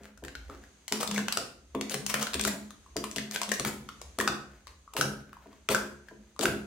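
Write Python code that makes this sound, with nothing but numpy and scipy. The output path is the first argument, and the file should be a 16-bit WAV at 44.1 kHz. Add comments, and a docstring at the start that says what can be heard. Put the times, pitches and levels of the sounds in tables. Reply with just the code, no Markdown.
"""A faint rumble and hiss in a workshop, then a soft rustle of fingers on cups and a dull push on a mat.
Plastic cups are pulled apart and dropped back on a stack, on the mat over a wooden table: shaped noise makes
the rims crack and the walls slide, decaying sines ring the air inside the cups and boom the table top,
and modulated noise is the closed stack humming on after a slam.
The room answers with decaying noise; a pair of microphone ports hears it all."""
import sys
import numpy as np
from scipy import signal
from scipy.fft import rfft, irfft, next_fast_len
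from scipy.io import wavfile
from scipy.ndimage import uniform_filter1d, map_coordinates

SR = 44100
rng = np.random.default_rng(int(sys.argv[2]) if len(sys.argv) > 2 else 0)


def wav_record(signal):
    """Record a signal, one row per channel, as 16-bit PCM in the file named by sys.argv[1]."""
    frames = np.transpose(np.atleast_2d(signal))
    bounded = np.clip(frames, -1, 1)
    # unit amplitude maps onto the largest positive 16-bit level
    quanta = np.round(bounded * 32767).astype(np.int16)
    wavfile.write(sys.argv[1], SR, quanta)


N = 293706


def amp(db):
    """Decibels to gain."""
    return 10 ** (np.asarray(db) / 20)


def unit(x):
    """Scaled to rms 1."""
    return x / np.sqrt(np.mean(x ** 2) + 1e-20)


def along(points, hz):
    """Interpolates (frequency [Hz], value) points on a log frequency axis."""
    f, v = np.transpose(points)
    return np.interp(np.log(hz + 1), np.log(f + 1), v)


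def wobble(rate):
    """A smooth random curve, rate knots a second."""
    knots = rng.standard_normal(int(N * rate / SR) + 4)
    return map_coordinates(knots, [np.arange(N) * rate / SR])


def filtered(x, response):
    """x times a complex response of frequency in Hz."""
    n = x.shape[-1]
    m = next_fast_len(n + 8192)  # padding keeps the end from wrapping onto the start
    return irfft(rfft(x, m) * response(np.fft.rfftfreq(m, 1 / SR)), m)[..., :n]


def add(track, s, sound):
    """Mixes a sound in at s seconds."""
    part = track[..., round(s * SR):][..., :sound.shape[-1]]
    part += sound[..., :part.shape[-1]]


# How alike diffuse sound is at the two ports: (frequency [Hz], left-right correlation [1])
PORT_LIKENESS = [(150, .98), (350, 0.84), (2000, 0.074), (8000, 0.087)]


def diffuse(pair):
    """Two unrelated signals mixed to left and right, strongly alike in the bass only."""
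    def mid_side_gains(hz):
        turn = np.arccos(np.clip(along(PORT_LIKENESS, hz), -1, 1)) / 2
        return np.array([np.cos(turn), np.sin(turn)])

    mid, side = filtered(pair, mid_side_gains)
    return np.array([mid + side, mid - side])


# Colour of the workshop's hiss: (frequency [Hz], relative density [dB per Hz])
HISS_COLOUR = [(35, -59), (60, 0), (213, -5.5), (777, -15.5), (4000, -18), (5700, -21), (6350, -10.5),
               (7000, -18), (9000, -23), (14700, -38)]


def air():
    """A faint hiss and a low rumble around 62 Hz; the level of both wavers."""
    colour = lambda hz: amp(along(HISS_COLOUR, hz))
    hiss = amp(2.5 * wobble(3)) * filtered(rng.standard_normal((2, N)), colour)
    rumble = filtered(rng.standard_normal((2, N)), lambda hz: 1 / (1 + ((hz - 62) / 16) ** 4))
    wander_db = 4.5
    rumble_gain = amp(-56.5 + wander_db * wobble(3.6))
    return diffuse(amp(-63.5) * unit(hiss) + rumble_gain * unit(rumble))


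# Fingers shifting cups between the stacking: (from [s], to [s], level [dB])
FINGERS = [(0, 0.09, -58), (0.23, 0.694, -67), (4.45, 4.73, -68), (5.194, 5.583, -66.5),
           (6.062, 6.325, -73)]


def handling():
    """Soft, dull rustles and taps of fingers on the cups, coming in clumps."""
    clock = np.arange(N) / SR
    spans = sum(amp(db) * (clock >= a) * (clock < b) for a, b, db in FINGERS)
    busy = uniform_filter1d(spans, size=SR // 40)
    taps = (rng.random(N) < 60 / SR) * rng.standard_normal(N)  # 60 a second on average
    rustle = amp(5 * wobble(25)) * rng.standard_normal(N) + unit(taps)
    # two broad resonances, centred on 650 and 1500 Hz
    hollow = lambda f: sum(1j * f * c / (2 * c * c - 2 * f * f + 1j * f * c) for c in (650, 1500))
    return busy * unit(filtered(rustle, hollow))


BOOM_HZ = 209.2  # the board's strongest mode
BOOM_SWELL_S, BOOM_HOLD_S, BOOM_T60_S = 0.0044, 0.059, 0.52
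# The lowest modes: light after a pause, heavier once the hands bear down, heaviest under the whole stack
PAUSE_S, FIRST_LOW_DB, LATER_LOW_DB, SLAM_LOW_DB = .25, -24, -14.5, -7
# A clack this loud is the whole stack closing; the board feels it for this long after
SLAM_DB, SLAM_S = -17.2, .04
TABLE_WANDER = 1.62  # radians; hands and cups keep disturbing the board
# Cups landing or pushed on the mat: (time [s], level [dB], boom level [dB])
MAT_THUMPS = [(0.004, -47.5, -57), (0.224, -38, -66), (0.492, -38, -59.5), (0.916, -28, -43),
              (1.086, -39, -38), (1.17, -34.5, -43), (1.37, -36.5, -62), (1.747, -24.5, -43),
              (1.941, -37.5, -43), (2.14, -34, -45), (2.348, -29.5, -45.5), (2.452, -34, -43),
              (2.959, -25.5, -48), (3.162, -35.5, -43), (3.479, -39.5, -40.5), (3.595, -31, -45.5),
              (3.655, -31, -50.5), (4.185, -23.5, -43), (4.286, -36, -52.5), (4.95, -37, -56),
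              (4.983, -27, -53), (5.042, -32, -48.5), (5.457, -45.5, -62), (5.689, -26.5, -61),
              (5.706, -25, -43.5), (6.11, -42.5, -60.5), (6.392, -27.5, -45.5), (6.444, -25, -46),
              (6.475, -28, -54)]
# Modes of the wooden board: (frequency [Hz], relative level [dB], t60 [s])
BOARD_MODES = [(69.6, 6, 0.14), (139.4, 8, 0.22), (270.3, -7.5, 0.23), (353.5, -8, 0.22), (416.3, 4, 0.068),
               (522.5, -1.5, 0.064), (664, 1.5, 0.043), (969, 1, 0.027)]


def table():
    """The mat softens each push, so the board's modes swell in and ring at new strengths."""
    clock, t = np.arange(N) / SR, np.arange(SR // 3) / SR
    shaking, out = np.zeros(N), np.zeros(N)
    boom_fade = amp(-60 * np.maximum(t - BOOM_HOLD_S, 0) / BOOM_T60_S)
    boom = boom_fade * (1 - np.exp(-t / BOOM_SWELL_S))
    chance = rng.standard_normal((len(MAT_THUMPS), len(BOARD_MODES)))
    # only the modes above 230 Hz wander in phase
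    drift = TABLE_WANDER * np.array([wobble(30) * (hz > 230) for hz, *_ in BOARD_MODES])
    slams = [s for s, db, *_ in RIM_CLACKS if db > SLAM_DB]
    pauses = np.diff(np.array(MAT_THUMPS)[:, 0], prepend=0)
    for (s, db, boom_db), pause, luck in zip(MAT_THUMPS, pauses, chance):
        lower_db = FIRST_LOW_DB if pause > PAUSE_S else LATER_LOW_DB
        if any(0 < s - slam < SLAM_S for slam in slams):
            lower_db = SLAM_LOW_DB
        bends = drift.take(round(s * SR) + np.arange(len(t)), axis=1, mode='clip')
        ring = np.zeros(len(t))
        for (hz, level, t60), g, bend in zip(BOARD_MODES, luck, bends):
            mode_db = level + 2.6 * g + lower_db * (hz < 170)
            ring += amp(mode_db - 60 * t / t60) * np.sin(2 * np.pi * hz * t + bend - bend[0])
        add(out, s, amp(db) * ring * (1 - np.exp(-t / 0.0053)))
        add(shaking, s, amp(boom_db) * boom)
    wander = wobble(11)  # radians
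    return out + np.sqrt(2) * shaking * np.sin(2 * np.pi * BOOM_HZ * clock + wander)


# How long the workshop rings: (frequency [Hz], t60 [s])
ROOM_DECAY = [(150, 0.72), (900, 0.49), (8000, 0.39)]


def room(x, step=.1):
    """Reverberation dying faster in the treble; the cups move, so every step seconds gets a new tail."""
    out, hop = np.zeros((2, N)), int(step * SR)
    for start in range(0, N, hop):
        hz, t, z = signal.stft(rng.standard_normal((2, SR // 2)), SR, nperseg=256)
        fade = amp(-60 * t / along(ROOM_DECAY, hz)[:, None])
        tail = signal.istft(z * fade, SR, nperseg=256)[1]
        tail = tail / np.linalg.norm(tail[0])
        answer = signal.fftconvolve(x[None, start:start + hop], tail, axes=1)
        add(out, start / SR + 0.0053, answer)  # the room answers 5.3 ms late
    return diffuse(out)


DULL_HZ = 12500  # blows fade above this; rubbing walls stay brighter
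# Colour of the cup wall, struck or rubbed: (frequency [Hz], relative density [dB per Hz])
WALL_COLOUR = [(240, -23), (400, -2.5), (885, -8), (1700, -9), (8190, -13), (15000, -21.5)]


def plastic(hz):
    """Colour of a blow on the cup wall."""
    return amp(along(WALL_COLOUR, hz)) / (1 + (hz / DULL_HZ) ** 2)


def cracks(events, colour):
    """The thin wall snaps at each (time [s], level [dB]), then the rims chatter briefly."""
    out, t = np.zeros((2, N)), np.arange(SR // 20) / SR
    noise = filtered(rng.standard_normal((len(events), 2, len(t))), colour)
    flutter = uniform_filter1d(rng.standard_normal((len(events), len(t))), size=SR // 250)
    for (s, db), pair, shake in zip(events, noise, flutter):
        hiss, scatter = unit(pair)
        wall = hiss + .5 * np.outer([1, -1], scatter)  # glints off the table differ between the ports
        snap = (1 - np.exp(-t / 0.0013)) * amp(db - 60 * t / 0.00637)
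        # relative to the snap: chatter starts weaker, flutters and outlasts it
        chatter = amp(-22 + 5.04 * unit(shake) + 60 * t / 0.007394)
        add(out, s, wall * snap * (1 + chatter))
    return out


TICK_OCT, TICK_PEAK_DB = 0.22, 6  # width and height of a tick's bright band
# Rims glancing off each other, no hollow ring: (time [s], level [dB], brightest frequency [Hz])
RIM_TICKS = [(0.034, -37, 2600), (0.249, -26, 1600), (0.88, -17.5, 6000), (1.075, -16.5, 4400),
             (1.324, -7.5, 4570), (1.896, -19, 6100), (2.064, -11.5, 7100), (2.098, -20, 1340),
             (2.227, -14.5, 6300), (2.242, -26, 2900), (2.334, -15, 3620), (2.342, -8.5, 3630),
             (2.411, -11.5, 8100), (2.438, -16, 5000), (2.966, -14.5, 5200), (3.113, -24, 7140),
             (3.161, -12.5, 5600), (3.165, -18.5, 2870), (3.311, -19.5, 6030), (3.432, -15.5, 5170),
             (3.491, -19.5, 3170), (3.539, -14.5, 6500), (6.41, -12, 3170)]


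def ticks():
    """Bare cracks of the rims with one bright band and no bass."""
    top = np.array(RIM_TICKS)[:, 2, None, None]

    def colour(hz):
        octaves = np.log2((hz + 1) / top)
        band = amp(TICK_PEAK_DB * np.exp(-.5 * (octaves / TICK_OCT) ** 2))
        return plastic(hz) * band * hz ** 2 / (hz ** 2 + top ** 2 / 10)

    return cracks([row[:2] for row in RIM_TICKS], colour)


TINT_DB = 3  # each contact has a colour of its own
NESTED = np.linspace(-1, 1, 5)  # relative detuning of the nested cups
# Cup on cup: (time [s], level [dB], hollow pitch [Hz], crack above the hollow ring [dB])
RIM_CLACKS = [(0.175, -50, 1465, -1), (0.238, -42.5, 1670, 0), (0.282, -38.5, 1655, 0),
              (0.352, -33, 1513, -8), (0.498, -38, 1256, -13), (0.548, -49.5, 1230, -5.5),
              (0.638, -47, 1740, -6.5), (0.923, -29, 874, 11), (1.03, -33.5, 1180, 6.5),
              (1.112, -33.5, 1030, 5), (1.161, -25.5, 2210, -10), (1.179, -22, 1670, -2.5),
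              (1.191, -35, 1064, 2), (1.283, -26, 1487, 2), (1.372, -26, 1346, 4.5),
              (1.749, -32.5, 1096, -6), (1.811, -37, 1060, 8), (1.942, -32.5, 1984, 8),
              (2.141, -22.5, 1750, 4), (2.195, -38, 1850, 5.5), (2.269, -28, 1490, -1),
              (2.395, -29, 1584, 5.5), (2.45, -24, 1340, 5), (2.706, -42.5, 1190, -1),
              (2.862, -48.5, 1070, -15), (3.04, -28, 1094, -2), (3.183, -28, 1883, 2),
              (3.36, -27.5, 1605, 4), (3.416, -31, 1002, 7.5), (3.517, -19.5, 1767, -1),
              (3.597, -29.5, 1130, 6), (3.649, -30.5, 1630, 5.5), (3.889, -34.5, 1300, -5),
              (4.015, -41.5, 1080, 2.5), (4.187, -26, 1210, 1), (4.201, -18, 1792, -5.5),
              (4.21, -28, 1013, 0), (4.276, -15, 1407, -6), (4.67, -43.5, 1100, 2.5),
              (4.877, -43, 1176, -27), (4.936, -47.5, 1210, 6.5), (4.966, -27, 1000, 3.5),
              (5.011, -14, 1439, -4), (5.33, -41.5, 1220, -6.5), (5.368, -42.5, 1014, -20),
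              (5.529, -49.5, 1045, -8.5), (5.688, -25.5, 1420, 2.5), (5.747, -15.5, 1505, -6.5),
              (6.085, -40, 1657, -12.5), (6.363, -45, 1100, -11), (6.392, -34, 1360, 6.5),
              (6.455, -15.5, 1463, -4.5)]


def clacks():
    """Cracks, each tinted its own way, and short rings of the air column, deeper for a longer stack."""
    rings, t = np.zeros(N), np.arange(SR // 10) / SR
    turn = rng.uniform(0, 2 * np.pi, (len(RIM_CLACKS), 1, 1))

    def colour(hz):
        tint = amp(TINT_DB * np.sin(2.508 * np.log(hz + 1) + turn))
        return plastic(hz) * tint * hz ** 2 / (hz ** 2 + 550 ** 2)

    spread = NESTED + .3 * rng.standard_normal((len(RIM_CLACKS), len(NESTED)))
    fade = amp(-7.5 - 60 * t / 0.028) + amp(-21.5 - 60 * t / 0.095)  # a quick and a slower decay
    for (s, db, hz, _), detune in zip(RIM_CLACKS, spread):
        pitches = hz * (1 + 0.057 * detune[:, None])  # nested cups ring at neighbouring pitches
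        hollow = np.sin(2 * np.pi * pitches * t).sum(0)
        add(rings, s, hollow * (1 - np.exp(-t / 0.0012)) * amp(db) * fade)
    events = [(s, db + crack_db + 12.5) for s, db, _, crack_db in RIM_CLACKS]
    return cracks(events, colour), rings


SLIDE_S = .047
# Walls rubbing as cups nest or part: (time [s], level [dB])
WALL_SLIDES = [(0.939, -27), (0.997, -21.5), (1.135, -27), (1.9, -24), (1.96, -47), (2.077, -20),
               (2.204, -23), (2.459, -18.5), (3.313, -24.5), (3.652, -25), (4.967, -21), (5.698, -17),
               (6.406, -17)]


def slides():
    """Rubbing walls: rough noise studded with tiny rim ticks, its colour wandering as the cups nest."""
    rim_ticks = (rng.random(N) < 400 / SR) * rng.standard_normal(N)  # 400 a second on average
    hiss, scatter = amp(5.5 * wobble(90)) * rng.standard_normal((2, N))
    rubbing = hiss + 0.31 * np.outer([1, -1], scatter) + 0.28 * unit(rim_ticks)
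    z = signal.stft(rubbing, nperseg=256)[2]
    # random gains smoothed over frequency, then time
    field = uniform_filter1d(rng.standard_normal(z.shape[1:]), 5, 0)
    field = uniform_filter1d(field, 8, 1)
    rough = unit(signal.istft(z * amp(2.5 * unit(field)), nperseg=256)[1])
    out = np.zeros((2, N))
    colour = lambda hz: amp(along(WALL_COLOUR, hz))
    shape = signal.windows.tukey(int(SLIDE_S * SR), .4)
    for s, db in WALL_SLIDES:
        stroke = shape * rough[:, round(s * SR):][:, :len(shape)]
        add(out, s, amp(db) * filtered(stroke, colour))
    return out


STACK_DB, STACK_T60_S = -29, .5  # the closed stack hums on; level relative to its clack
STACK_SPREAD = .08  # half-width of the hum as a share of its pitch
SINK, SINK_S = .12, .15  # its pitch starts this share higher and settles


def stack():
    """After a slam the nested cups keep rattling: rough noise near the hollow pitch, sinking and fading."""
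    out, t = np.zeros(N), np.arange(SR // 2) / SR
    bent = t + SINK * SINK_S * (1 - np.exp(-t / SINK_S))
    for s, db, hz, _ in RIM_CLACKS:
        if db > SLAM_DB:
            narrow = lambda f: 1 / (1 + (f / (STACK_SPREAD * hz)) ** 2)
            a, b = unit(filtered(rng.standard_normal((2, len(t))), narrow))
            phase = 2 * np.pi * hz * bent
            rattle = a * np.sin(phase) + b * np.cos(phase)
            add(out, s, amp(db + STACK_DB - 60 * t / STACK_T60_S) * rattle)
    return out


# Colour difference between the ports: (frequency [Hz], left above right [dB])
PORT_COLOUR = [(1000, 1.5), (5000, 5), (9000, 13.5), (13000, -11)]
# Lag between the ports: (frequency [Hz], phase of left ahead of right [rad])
PORT_PHASE = [(300, 0), (3000, -.3), (8000, -2.3), (14000, -6.2)]


def scene():
    """Direct sound reaches the two ports with a small lag and a colour difference; room and air join it."""
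    (walls, hollows), board = clacks(), table()
    cups = walls + ticks() + slides() + stack() + handling()
    side = np.array([[.5], [-.5]])  # half of each difference goes to each port

    def ports(hz):
        return amp(side * along(PORT_COLOUR, hz)) * np.exp(1j * side * along(PORT_PHASE, hz))

    direct = filtered(cups + hollows + board, ports)
    into_room = amp(-2.0) * cups[0] + amp(-4.0) * hollows + amp(-2.0) * board
    return direct + room(into_room) + air()


TOP_HZ = 16100  # band limit


def record(dry):
    """The microphone drops the deepest bass and rounds off the sharpest peaks; a steep band limit follows."""
    bass_cut = filtered(dry, lambda hz: (1j * hz / (1j * hz + 54)) ** 2)
    rounded = bass_cut / (1 + np.abs(bass_cut / .38) ** 4) ** (1 / 4)
    return filtered(rounded, lambda hz: 1 / (1 + (hz / TOP_HZ) ** 120))


dry = scene()
out = record(dry)
wav_record(out)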